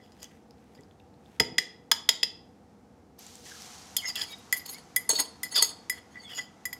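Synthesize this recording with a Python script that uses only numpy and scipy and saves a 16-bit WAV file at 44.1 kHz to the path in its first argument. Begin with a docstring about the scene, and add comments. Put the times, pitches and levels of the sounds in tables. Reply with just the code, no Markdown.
"""A steel fork stirs egg batter in a ceramic bowl with a faint wet crackle, then knocks on the bowl.
A first drop of batter lands in a hot pan, the pour follows, and its sizzle and gurgle fill the scene.
The fork then scrapes the bowl out: slips and blows ring bowl and fork modes, pressed tines squeak.
Throughout, a small kitchen hums as shaped noise and answers with diffuse echoes."""
import sys
import numpy as np
from scipy import signal
from scipy.fft import rfft, irfft, next_fast_len
from scipy.io import wavfile
from scipy.ndimage import uniform_filter1d

SR = 44100
rng = np.random.default_rng(int(sys.argv[2]) if len(sys.argv) > 2 else 0)


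def nominal_scale(level):
    """Amplitude ratio for a level in decibels (scalar or array-like)."""
    x = np.asarray(level, float) / 20
    return 10 ** x


def to_wav(s):
    """Save 16-bit WAV."""
    ch = np.atleast_2d(s).T  # columns
    pcm = np.round(np.clip(ch, -1, 1) * 32767)  # PCM
    wavfile.write(sys.argv[1], SR, pcm.astype(np.int16))


N = 299439
TIME = np.arange(N) / SR

# Ringing modes of the ceramic bowl, before damping by batter or touch.
# Each row: frequency in Hz, level in dB, free t60 in seconds.
BOWL_MODES = [(2030, -30, 0.035), (1993, 6.5, 0.096), (2170, -15, 0.14), (2747, -27.5, .03),
              (3149, -8, 0.025), (3362, -4, 0.05), (4920, 2.5, 0.013), (5060, -1.5, 0.11),
              (5350, -5, 0.016), (6290, -13, 0.076), (7000, 0.5, .04), (6710, -3, 0.027),
              (7300, -5.5, 0.084), (8350, -12, 0.029), (9034, -6, 0.12), (10360, 3.5, 0.013),
              (11200, 1, 0.013), (10900, -3.5, .04), (11400, -2.5, .04), (12200, 0.5, 0.079),
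              (12960, -1, 0.023), (13400, -20, .04), (13700, -6.5, .03), (14900, -10.5, 0.047)]
# Ringing modes of the steel fork, before damping by grip or touch.
# Each row: frequency in Hz, level in dB, free t60 in seconds.
FORK_MODES = [(3700, -12, 0.18), (4470, 2, 0.16), (4380, 2.5, 0.18), (5470, -23, 0.26), (6596, 4.5, 0.13),
              (7680, -6.5, 0.089), (8480, -10.5, 0.12), (9710, -0.5, 0.049), (9500, -22, 0.21),
              (12230, -20.5, 0.04), (14100, -17.5, 0.033)]
# Dull modes of the bowl wall, before damping by the hand or touch.
# Each row: frequency in Hz, level in dB, free t60 in seconds.
WALL_MODES = [(297, -4, 0.075), (446, 3.5, 0.22), (656, -2.5, 0.097), (920, -2, 0.1), (1070, -0.5, 0.016),
              (1280, -1.5, 0.0033), (1650, -4.5, 0.0088)]
# Where a contact lands decides how hard each region of bowl modes is driven. Region centres in Hz.
REGIONS_HZ = [2000, 3300, 5000, 11000]


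def rms_one(x):
    """Scale to rms 1."""
    return x / np.sqrt(np.mean(x ** 2) + 1e-20)


def at_hz(points, hz):
    """Read a (Hz, value) table on a log-frequency axis."""
    table_hz, values = np.array(points)[:, 0], np.array(points)[:, 1]
    return np.interp(np.log(hz), np.log(table_hz), values)


def gain_curve(points):
    """Gain over time from (seconds, dB) points; silent outside them."""
    s, level_db = np.transpose(points)
    return nominal_scale(np.interp(TIME, s, level_db, -200, -200))


def coloured(x, spectrum, peaks=()):
    """Filter x by a spectrum in dB with optional humps of (Hz, width in Hz, dB); rms 1."""
    size = next_fast_len(N)
    hz = np.maximum(np.fft.rfftfreq(size, 1 / SR), 1)
    db = at_hz(spectrum, hz)
    for mid_hz, width_hz, top_db in peaks:
        db = db + top_db * np.exp(-((hz - mid_hz) / width_hz) ** 2)
    return rms_one(irfft(rfft(x, size) * nominal_scale(db), size)[:N])


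def band(x, low_hz, high_hz):
    """Band-pass, rms 1."""
    return rms_one(signal.sosfilt(signal.butter(2, [low_hz, high_hz], "band", fs=SR, output="sos"), x))


def grains(per_s, spread_db):
    """Random clicks of uneven size and sign; rms 1."""
    sizes = nominal_scale(spread_db * np.minimum(rng.exponential(1, N), 5)) * rng.choice([-1, 1], N)
    return rms_one(sizes * (rng.random(N) < per_s / SR))


def drift(rate):
    """Slow chance: straight lines between normal knots of spread 1, rate knots per second."""
    knots = rng.standard_normal(int(N / SR * rate) + 2)
    return np.interp(TIME * rate, np.arange(len(knots)), knots)


def ring(force, hz, t60):
    """Resonator: a unit click sets a decaying sine of height 1 ringing."""
    radius, angle = nominal_scale(-60 / (t60 * SR)), 2 * np.pi * hz / SR
    feedback = [1, -2 * radius * np.cos(angle), radius * radius]
    return signal.lfilter([0, np.sin(angle)], feedback, force + 1e-18)


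def add(out, s, sound):
    """Mix a short sound in at time s."""
    at = round(s * SR)
    out[at:at + len(sound)] += sound[:N - at]


def blow(modes, colour_db, stretch=0.48, detune=0.0):
    """A loud clang while the contact damps the modes, then a freer ring; stretch scales its length.
    Modes start a little apart as the tines land in turn; grip and contact vary strength and pitch."""
    rise_s, spread_s = 0.00081, 0.004
    clang_db, clang_t60 = 1.0, 0.023
    grip_db, grip_per_s = 2.5, 70   # the shifting grip makes the level of every ring waver
    hz, level_db, t60 = np.transpose(modes)[:, :, None]
    start = spread_s * rng.random(hz.shape) ** 2
    t = np.maximum(np.arange(int(.2 * SR)) / SR - start, 0)
    level = nominal_scale(level_db + colour_db(hz) + 1.5 * rng.standard_normal(hz.shape))
    pitch = hz * (1 + detune + .003 * rng.standard_normal(hz.shape))
    knots = rng.standard_normal((len(hz), int(grip_per_s * t.shape[1] / SR) + 2))
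    waver_db = grip_db * np.array([np.interp(row * grip_per_s, np.arange(len(k)), k)
                                   for row, k in zip(t, knots)])
    free_ring = nominal_scale(waver_db - 60 * t / (t60 * stretch))
    clang = nominal_scale(clang_db - 60 * t / clang_t60)
    rise = 1 - np.exp(-t / rise_s)
    return np.sum(level * (free_ring + clang) * np.sin(2 * np.pi * pitch * t) * rise, axis=0)


def tilted_blows(events, modes, pivot_hz):
    """Blows on one body; a harder contact tilts the strengths towards the upper modes."""
    out = np.zeros(N)
    for s, level_db, tilt_db in events:
        add(out, s, blow(modes, lambda hz: level_db + tilt_db * np.log2(hz / pivot_hz)))
    return out


def strikes():
    """Fork on bowl: bowl modes plus a short crack; batter shortens the ring and lowers the pitch a little."""
    # Each row: start in seconds, level in dB, nearness to the rim in dB before the region shares,
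    # hardness as extra dB on the top region.
    hits = [(1.3985, -20, 2.5, -14), (1.5816, -19.5, 2, -15.5), (1.9143, -29, 13.5, 1.5),
            (2.0893, -27, 14, -1.5), (2.2301, -31.5, 14, -8.5), (3.9655, -44, 20, 19.5),
            (4.155, -55, 22.5, 13.5), (4.214, -52.5, 22.5, -13), (4.5254, -26, -7, -2.5),
            (4.9611, -29.5, -2.5, 5), (5.0903, -40, -3, 2.5), (5.1534, -63, 16, -2), (5.187, -42.5, 4, -2),
            (5.4309, -33.5, -4, -1), (5.5644, -50, 19.5, 12), (5.6216, -37, 8.5, 6.5),
            (5.8967, -32, -3, -1.5), (6.6535, -33, -6.5, -4.5), (6.7284, -42, 0.5, -1)]
    # Share of the rim gain that each region gets, a factor.
    rim_shares = [0.18, 1.285, 0.86, 0]
    # Ring length factor per region while batter loads the bowl.
    ring_full = [0.13, 0.41, 0.58, .2]
    # Ring length factor per region once the bowl is empty.
    ring_empty = [0.83, 1.4, 0.89, 0.94]
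    empty_s = 4.4
    out, t = np.zeros(N), np.arange(int(.06 * SR)) / SR
    crack_hz = np.maximum(np.fft.rfftfreq(len(t), 1 / SR), 1)
    for s, level_db, rim_db, top_db in hits:
        region_db = level_db + rim_db * np.array(rim_shares) + top_db * np.array([0, 0, 0, 1])
        colour = list(zip(REGIONS_HZ, region_db))
        lengths = ring_full if s < empty_s else ring_empty
        stretch = at_hz(list(zip(REGIONS_HZ, lengths)), np.array(BOWL_MODES)[:, :1])
        add(out, s, blow(BOWL_MODES, lambda hz: at_hz(colour, hz), stretch, detune=0.001 * (stretch - 1)))
        slope = [(200, level_db - 45), (1000, level_db - 3.0)]   # a small contact radiates little bass
        noise = rms_one(rng.standard_normal(len(t)))
        crack = irfft(rfft(noise) * nominal_scale(at_hz(slope + colour, crack_hz)), len(t))
        add(out, s, nominal_scale(9.0) * crack * nominal_scale(-60 * t / .025) * (1 - np.exp(-t / 0.00077)))
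    return out


def knocks():
    """Dull knocks of the whole bowl ring the low modes of its wall."""
    # Each row: start in seconds, level in dB, tilt in dB per octave.
    hits = [(1.402, -30.5, 7), (1.58, -50.5, 11.5), (1.914, -31.5, 18.5), (2.089, -35, 9), (2.229, -43, 6),
            (5.093, -36, 3), (5.13, -40.5, 0), (5.196, -53, 19.5), (5.559, -46.5, 18), (5.622, -35, 9.5)]
    return tilted_blows(hits, WALL_MODES, 810)


def twangs():
    """Blows that set the fork's tines ringing in their own modes."""
    # Each row: start in seconds, level in dB, treble tilt in dB per octave.
    hits = [(4.156, -54, -1), (4.6543, -50.5, -9), (5.0913, -29, 13), (5.1534, -32.5, -19), (5.623, -22, 6)]
    return tilted_blows(hits, FORK_MODES, 5000)


def contact():
    """Drive of each bowl region and of the fork, from pressure and spot of every stroke."""
    # Strokes of the tines over the glaze, each a list of rows that the contact glides between; the third stroke
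    # is faint and ends just before the knock at 1.4 s. Each row: time in seconds, pressure in dB, spot as
    # favoured region (held within 0-3), fork drive over pressure in dB before the loss while sunk.
    strokes = [
        [(0.0, -53, .2, -20), (.052, -52, 1.3, -22), (.096, -66, 1.1, -20), (.128, -54, 1.4, -3),
         (.156, -72, .3, -4), (.2, -50, 1.5, -10), (.232, -33, 1.36, -21), (.284, -62, 0.54, -19),
         (.32, -60, .1, -20), (.37, -67, .1, -24), (.42, -90, .1, -15)],
        [(.55, -74, .1, -8), (.736, -83, .9, -7), (.75, -55.5, 2, -9), (.79, -57, .1, -26),
         (.842, -71, 2.1, -6), (.87, -88, 1.1, -6)],
        [(1.22, -83.5, 1.5, -1), (1.268, -67, 1.5, -14), (1.39, -82.5, .9, -14)],
        [(3.98, -47, 1.2, 17), (4.004, -58, 1.1, -11), (4.038, -41, .1, -16), (4.054, -28.5, 0.082, -31.5),
         (4.078, -35.5, 2.44, -15), (4.104, -22, 1.1, -40), (4.118, -62, 2.4, -9), (4.14, -49, 1.6, -25)],
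        [(4.16, -22, 0.96, -22), (4.17, -28, 1.3, -19), (4.18, -23, 1.2, -31), (4.205, -25.5, 1.1, -20.5),
         (4.218, -23.5, 1.7, -13), (4.242, -21.5, 1.05, -22), (4.262, -47, 0.78, -2), (4.315, -44.5, 2.9, -4),
         (4.331, -31, 0.88, -30), (4.351, -55, 0.09, -40.5), (4.4, -62, 4.2, -26)],
        [(4.535, -23.5, 0.4, -14.5), (4.561, -38.5, .9, -14), (4.573, -28.5, 5.9, -31), (4.593, -47.5, 2, -13),
         (4.61, -47, 2.1, -14)],
        [(4.66, -27.5, 2.8, -20), (4.674, -55, 2.1, 2.5), (4.696, -38.5, 3, 10.5), (4.72, -40, 2.7, -35.5),
         (4.733, -35.5, 2.8, -16), (4.771, -49.5, 0.77, -10), (4.785, -41, 0.7, -2), (4.83, -78, 1.2, -1)],
        [(5.1, -29, 1.8, 17), (5.112, -33.5, 1.6, 12), (5.128, -44, 2.3, 15), (5.162, -33, 2.1, 4.5),
         (5.178, -42, 1.3, 9.5), (5.19, -28.5, 0.16, 6.5), (5.202, -24.5, 3.15, 8), (5.238, -45, 0.72, -15),
         (5.26, -37.5, 0.83, -4.5)],
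        [(5.44, -39, 4.3, -9), (5.46, -31, 0.14, -9), (5.47, -42, 0.25, -14), (5.5, -52.5, 2.6, -3.5),
         (5.521, -41.5, 0.26, 11), (5.541, -34.5, 0.45, -7), (5.558, -21, 2.03, -24), (5.578, -21, 1.3, 0),
         (5.608, -32.5, 0.81, 1), (5.618, -30, 2.3, -4), (5.65, -24, 2.3, -29.5), (5.67, -48.5, 3, 8),
         (5.72, -40, .2, 1.5)],
        [(5.92, -31, .1, -7), (5.944, -42, 0.6, -15), (5.984, -36.5, .5, -16.5), (6.006, -59, 1.1, -18),
         (6.02, -64, 0.89, -4)],
        [(6.09, -66.5, 0.18, -11), (6.128, -51, 0.8, -7), (6.148, -42.5, 0.11, -33), (6.234, -47.5, 0.55, -2.5),
         (6.266, -55, 1.3, -23), (6.3, -35.5, 0.98, -54), (6.319, -28.5, 0.54, -20), (6.363, -36.5, 1.8, -44),
         (6.385, -18, 0.86, -49), (6.403, -30, 0.86, -20), (6.46, -53, 2, -31)],
    ]
    spot_loss_db = 16   # per region away from the favoured one
    stir_end_s, sunk_db = 1.39, -15   # in strokes begun before this, tines sunk in batter hardly ring
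    places = np.arange(len(REGIONS_HZ))[:, None]
    regions, fork = np.zeros((len(REGIONS_HZ), N)), np.zeros(N)
    for rows in strokes:
        s, *columns = np.transpose(rows)
        on = slice(int(s[0] * SR), int(s[-1] * SR))
        press_db, spot, fork_db = (np.interp(TIME[on], s, c) for c in columns)
        regions[:, on] += nominal_scale(press_db - spot_loss_db * np.abs(places - spot.clip(0, 3)))
        fork[on] += nominal_scale(press_db + fork_db + sunk_db * (s[0] < stir_end_s))
    settle = int(0.0021 * SR)   # pressure cannot jump
    return list(uniform_filter1d(regions, settle)), uniform_filter1d(fork, settle)


def rubbed(modes, drives, slips, touch_t60):
    """Slips drive every mode; the touch adds its losses to the mode's own, and as the contact wanders
    over the nodes each mode swells and fades on its own."""
    out = np.zeros(N)
    for (hz, level_db, free_t60), drive in zip(modes, drives):
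        t60 = 1 / (1 / free_t60 + 1 / touch_t60)
        wander = np.exp(.29 * drift(30))
        ringing = ring(drive * slips * nominal_scale(level_db) * wander, hz, t60)
        out += ringing / np.sqrt(t60 * SR / np.log(1000) / 4)   # long rings come out no louder
    return out


def scrapes():
    """Dense slips of the tines drive bowl and fork modes and leave a gritty rasp around each region."""
    drum_db = -33.5   # drive of the wall under that of the fork
    regions, fork = contact()
    slips = grains(per_s=2500, spread_db=2.5) * nominal_scale(1.5 * drift(120))
    # each bowl mode shares the drives of its two nearest regions
    numbers = np.arange(len(regions))
    places = np.interp(np.log(np.array(BOWL_MODES)[:, 0]), np.log(REGIONS_HZ), numbers)
    drives = np.maximum(0, 1 - np.abs(places[:, None] - numbers)) @ np.array(regions)
    bowl = rubbed(BOWL_MODES, drives, slips, touch_t60=.09)
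    tines = rubbed(FORK_MODES, [fork] * len(FORK_MODES), slips, touch_t60=.09)
    wall = rubbed(WALL_MODES, [nominal_scale(drum_db) * fork] * len(WALL_MODES), slips, touch_t60=.1)
    rasp = np.zeros(N)
    for drive, hz in zip(regions + [fork], list(REGIONS_HZ) + [4500]):
        rasp += drive * band(slips, hz / 1.6, hz * 1.5)
    out = nominal_scale(-12.0) * bowl + nominal_scale(-14.0) * tines + wall + nominal_scale(-31) * rasp
    return signal.sosfilt(signal.butter(3, 250, "high", fs=SR, output="sos"), out)   # too small for bass


def gliding_tones(events, waver, flutter_db):
    """Rough, wavering tones that glide, swell and fade; waver is the pitch spread at -35 dB."""
    edge_db = 10.5   # how far start and end lie under the middle
    waver_per_db = .6   # louder tones are rougher
    out, wobble, flutter = np.zeros(N), drift(500), drift(150)
    for k, (s, length, first_hz, last_hz, peak_db) in enumerate(events):
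        part = np.linspace(0, 1, int(length * SR))
        on = slice(k * SR // 5, k * SR // 5 + len(part))   # each tone takes its own stretch of chance
        rough = np.clip(waver * nominal_scale(waver_per_db * (peak_db + 35)), waver / 2, .1)
        hz = (first_hz + (last_hz - first_hz) * part) * (1 + rough * wobble[on])
        level_db = peak_db - edge_db * (2 * part - 1) ** 2 + flutter_db * flutter[on]
        add(out, s, nominal_scale(level_db) * np.sin(2 * np.pi * np.cumsum(hz) / SR))
    return out


def squeaks():
    """A tine pressed on the glaze sings, its pitch gliding as the free length changes."""
    # Each row: start in seconds, length in seconds, first pitch in Hz, last pitch in Hz,
    # mid-tone level in dB before flutter.
    tones = [(3.967, 0.045, 3570, 2820, -32.5), (4.036, 0.062, 6470, 6550, -36),
             (4.021, 0.092, 2160, 2000, -36), (4.055, 0.061, 5300, 4880, -31.5),
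             (4.056, 0.023, 2780, 2900, -46), (4.15, 0.026, 2740, 2750, -39.5),
             (4.166, .08, 1750, 1670, -47.5), (4.28, 0.067, 2300, 2260, -50),
             (4.306, 0.047, 3750, 3760, -42.5), (4.72, 0.057, 1976, 2295, -51),
             (5.184, 0.044, 934, 1060, -40.5), (5.554, 0.062, 1650, 850, -38.5),
             (5.545, .08, 4870, 4420, -22.5), (5.55, 0.064, 3650, 3450, -28),
             (6.168, 0.067, 4700, 4520, -58), (6.27, 0.072, 4570, 5400, -63),
             (6.199, 0.11, 2070, 2260, -58.5), (6.216, .07, 8300, 8000, -63),
             (6.235, 0.089, 3560, 3050, -47), (6.3, 0.098, 2990, 2840, -45.5),
             (6.35, 0.056, 6880, 6820, -37)]
    return gliding_tones(tones, waver=.02, flutter_db=4.0)


def stirring():
    """Batter moving round the fork: a faint wet crackle of dense small clicks."""
    # Each row: time in seconds, level in dB before a slow flicker.
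    strength = [(0.0, -84), (0.166, -68), (0.336, -68), (0.468, -84), (0.726, -70.5), (1.048, -96.5),
                (1.268, -69.5), (1.39, -70)]
    # Each row: frequency in Hz, relative level in dB per Hz.
    colour = [(880, -27.5), (1500, 4), (1880, 1.5), (3120, -0.5), (4970, -7.5), (8490, -9), (16000, -18)]
    crackle = coloured(grains(per_s=1300, spread_db=3.0), colour)
    return gain_curve(strength) * crackle * nominal_scale(2.0 * drift(23.0))


def sizzle():
    """Frying: a dense hiss of tiny bursts with lone spits on top and larger bubbles gurgling below."""
    # Vigour of the frying, a first drop and then the pour. Each row: time in seconds, hiss level in dB.
    strength = [(3.17, -100), (3.19, -52.5), (3.3, -53.5), (3.43, -57), (3.46, -48.5), (3.54, -50.5),
                (3.66, -49), (3.9, -54.5), (4.4, -59), (4.9, -64), (5.4, -65.5), (5.85, -66.5),
                (6.1, -70.5), (6.55, -70.5), (6.79, -69)]
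    # Each row: frequency in Hz, relative level in dB per Hz.
    colour = [(350, -31.5), (600, 4.5), (708, 16.5), (846, 7.5), (1610, -4), (2610, -8.5), (6200, -3),
              (8500, -9.5), (15100, -8), (16000, -20)]
    pour_s, spread_s = 3.5, 0.12   # the pool spreads: larger bubbles join, the finest spray is smothered
    hiss = gain_curve(strength)
    vigour = hiss / hiss.max()
    thin = np.exp(-np.maximum(TIME - pour_s, 0) / spread_s)
    gurgle = nominal_scale(-56 - 9.5 * thin) * vigour ** 0.39
    treble = nominal_scale(-73 + 8 * thin) * vigour ** 0.95
    bursts = []
    for _ in range(3):
        spits = .12 * grains(per_s=150, spread_db=2.0)
        bursts.append(coloured(grains(per_s=12000, spread_db=3.0) + spits, colour))
    bubbles = sum(ring(grains(per_s=120, spread_db=3.0), hz, 10.0 / hz) for hz in np.geomspace(1200, 2800, 8))
    low = band(bursts[0], 900, 2800) + .4 * rms_one(bubbles)
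    return gurgle * low + hiss * band(bursts[1], 2200, 9000) + treble * band(bursts[2], 8300, 18000)


def glugs():
    """Air caught under the pour gurgles out, falling in pitch."""
    # Each row: start in seconds, length in seconds, first pitch in Hz, last pitch in Hz,
    # mid-tone level in dB before flutter.
    tones = [(3.46, 0.15, 1920, 1200, -53)]
    return gliding_tones(tones, waver=.2, flutter_db=5.0)


def ticks():
    """Wet clicks and spits of batter and fat: a small bursting bubble, rising in pitch, with a broad snap."""
    # Each row: start in seconds, level in dB, starting pitch in Hz, cycles over which the tone decays
    # (at least 0.5).
    clicks = [(0.062, -46, 3000, 1.1), (0.121, -40, 5060, 1.2), (0.2302, -22, 6360, 1.2),
              (0.2433, -28, 6200, 3.4), (0.314, -44, 2520, 0.76), (0.4344, -62, 5730, 3.7),
              (0.5089, -43, 5060, 4.0), (0.5824, -56.5, 4590, 2.4), (0.7525, -47, 2500, 1),
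              (0.777, -52, 3650, 2.9), (0.809, -46, 7200, 2.9), (0.835, -48.5, 4960, 6.3),
              (0.9113, -48.5, 3370, 3.1), (0.999, -51, 3670, 4.4), (1.002, -50.5, 2630, 4.3),
              (1.1414, -54.5, 4160, 3.5), (1.26, -49.5, 3470, 4.8), (3.191, -29, 12800, 3.1),
              (3.209, -37, 6150, 1.6), (3.266, -35, 7300, 8.9), (3.3553, -30.5, 7590, 3.3),
              (3.621, -26.5, 5270, 1.7), (3.7858, -41.5, 6610, 5.2)]
    out, t = np.zeros(N), np.arange(int(.02 * SR)) / SR
    for s, peak_db, hz, cycles in clicks:
        fade = np.exp(-t * hz / max(cycles, .5))
        tone = np.sin(2 * np.pi * hz * t * (1 + 6.8 * t))
        snap = 0.14 * np.diff(rng.standard_normal(len(t) + 1)) * np.exp(-t / 0.00022)
        add(out, s, nominal_scale(peak_db) * (fade * tone + snap))
    return out


def bumps():
    """The bowl's foot bumps the worktop, whose modes ring; it is stiff and gives no deep bass."""
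    # Each row: start in seconds, level in dB, tilt in dB per octave.
    hits = [(.79, -51, -3.5), (1.402, -29, -1.5), (1.418, -40, -1), (1.47, -52.5, -4.5), (1.52, -46, -2.5),
            (1.585, -51, 4)]
    # Modes of the worktop under the bowl, before the blow shortens them.
    # Each row: frequency in Hz, level in dB, free t60 in seconds.
    worktop = [(119, -4.5, 0.06), (155, -2, 0.13), (248.3, 4, 0.092), (334, -3, 0.36), (420, -2, 0.26),
               (470, -1, 0.14), (756, -4, 0.18), (1070, -13, .05)]
    thuds = tilted_blows(hits, worktop, 170.0)
    return signal.sosfilt(signal.butter(3, 70, "high", fs=SR, output="sos"), thuds)


def kitchen(x):
    """Diffuse echoes: overlapping bands of noise, each dying at its own rate, after a short gap."""
    # Each row: frequency in Hz, t60 in seconds.
    decay = [(100, 0.7), (500, 0.88), (2000, 0.091), (5000, 0.56), (10000, 0.04), (16000, 0.19)]
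    t, tail = np.arange(int(.7 * SR)) / SR, 0
    for low_hz in 60 * 2. ** np.arange(8):
        sos = signal.butter(2, [low_hz, 2.66 * low_hz], "band", fs=SR, output="sos")
        noise = signal.sosfilt(sos, rng.standard_normal(len(t)))
        tail = tail + noise * nominal_scale(-60 * t / at_hz(decay, 1.91 * low_hz))
    tail *= np.clip((t - .003) / 0.0038, 0, 1)
    return nominal_scale(-14) * signal.fftconvolve(x, tail / np.sqrt(np.sum(tail ** 2)))[:N]


def kitchen_hum():
    """Steady kitchen background: shaped noise with narrow humps, its level drifting slightly."""
    # Each row: frequency in Hz, relative level in dB per Hz.
    colour = [(15, -61), (25, -32.5), (66, -6), (124, -6.5), (232, 1), (349, -7.5), (483, -12.5),
              (617, -16), (706, -18.5), (927, -20), (1250, -20.5), (3060, -33.5), (5880, -33), (15200, -48),
              (16500, -62)]
    # Humps on that spectrum. 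Each row: centre in Hz, width in Hz, height in dB.
    humps = [(85, 24, 4.5), (242, 38, -1), (483.2, 35, 10), (784, 150, 10)]
    return nominal_scale(-56) * coloured(rng.standard_normal(N), colour, humps) * nominal_scale(.5 * drift(6.1))


def scene():
    """Everything near the microphone, its echoes and the background."""
    hits = strikes() + twangs() + knocks() + bumps()
    rubs = scrapes() + squeaks()
    wet = stirring() + sizzle() + glugs() + ticks()
    near = hits + rubs + wet
    return (near + kitchen(near) + kitchen_hum())[None]


def low_pass(x):
    """Removes everything above the highest recorded frequency."""
    return signal.sosfilt(signal.butter(12, 17090, fs=SR, output="sos"), x)


def record(dry):
    """A small microphone that loses the deepest bass and the top."""
    no_bass = signal.sosfilt(signal.butter(2, 40, "high", fs=SR, output="sos"), dry)
    mix = signal.sosfilt(signal.cheby2(8, 50, 17200, fs=SR, output="sos"), no_bass)
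    return low_pass(mix)


dry = scene()
out = record(dry)
to_wav(out)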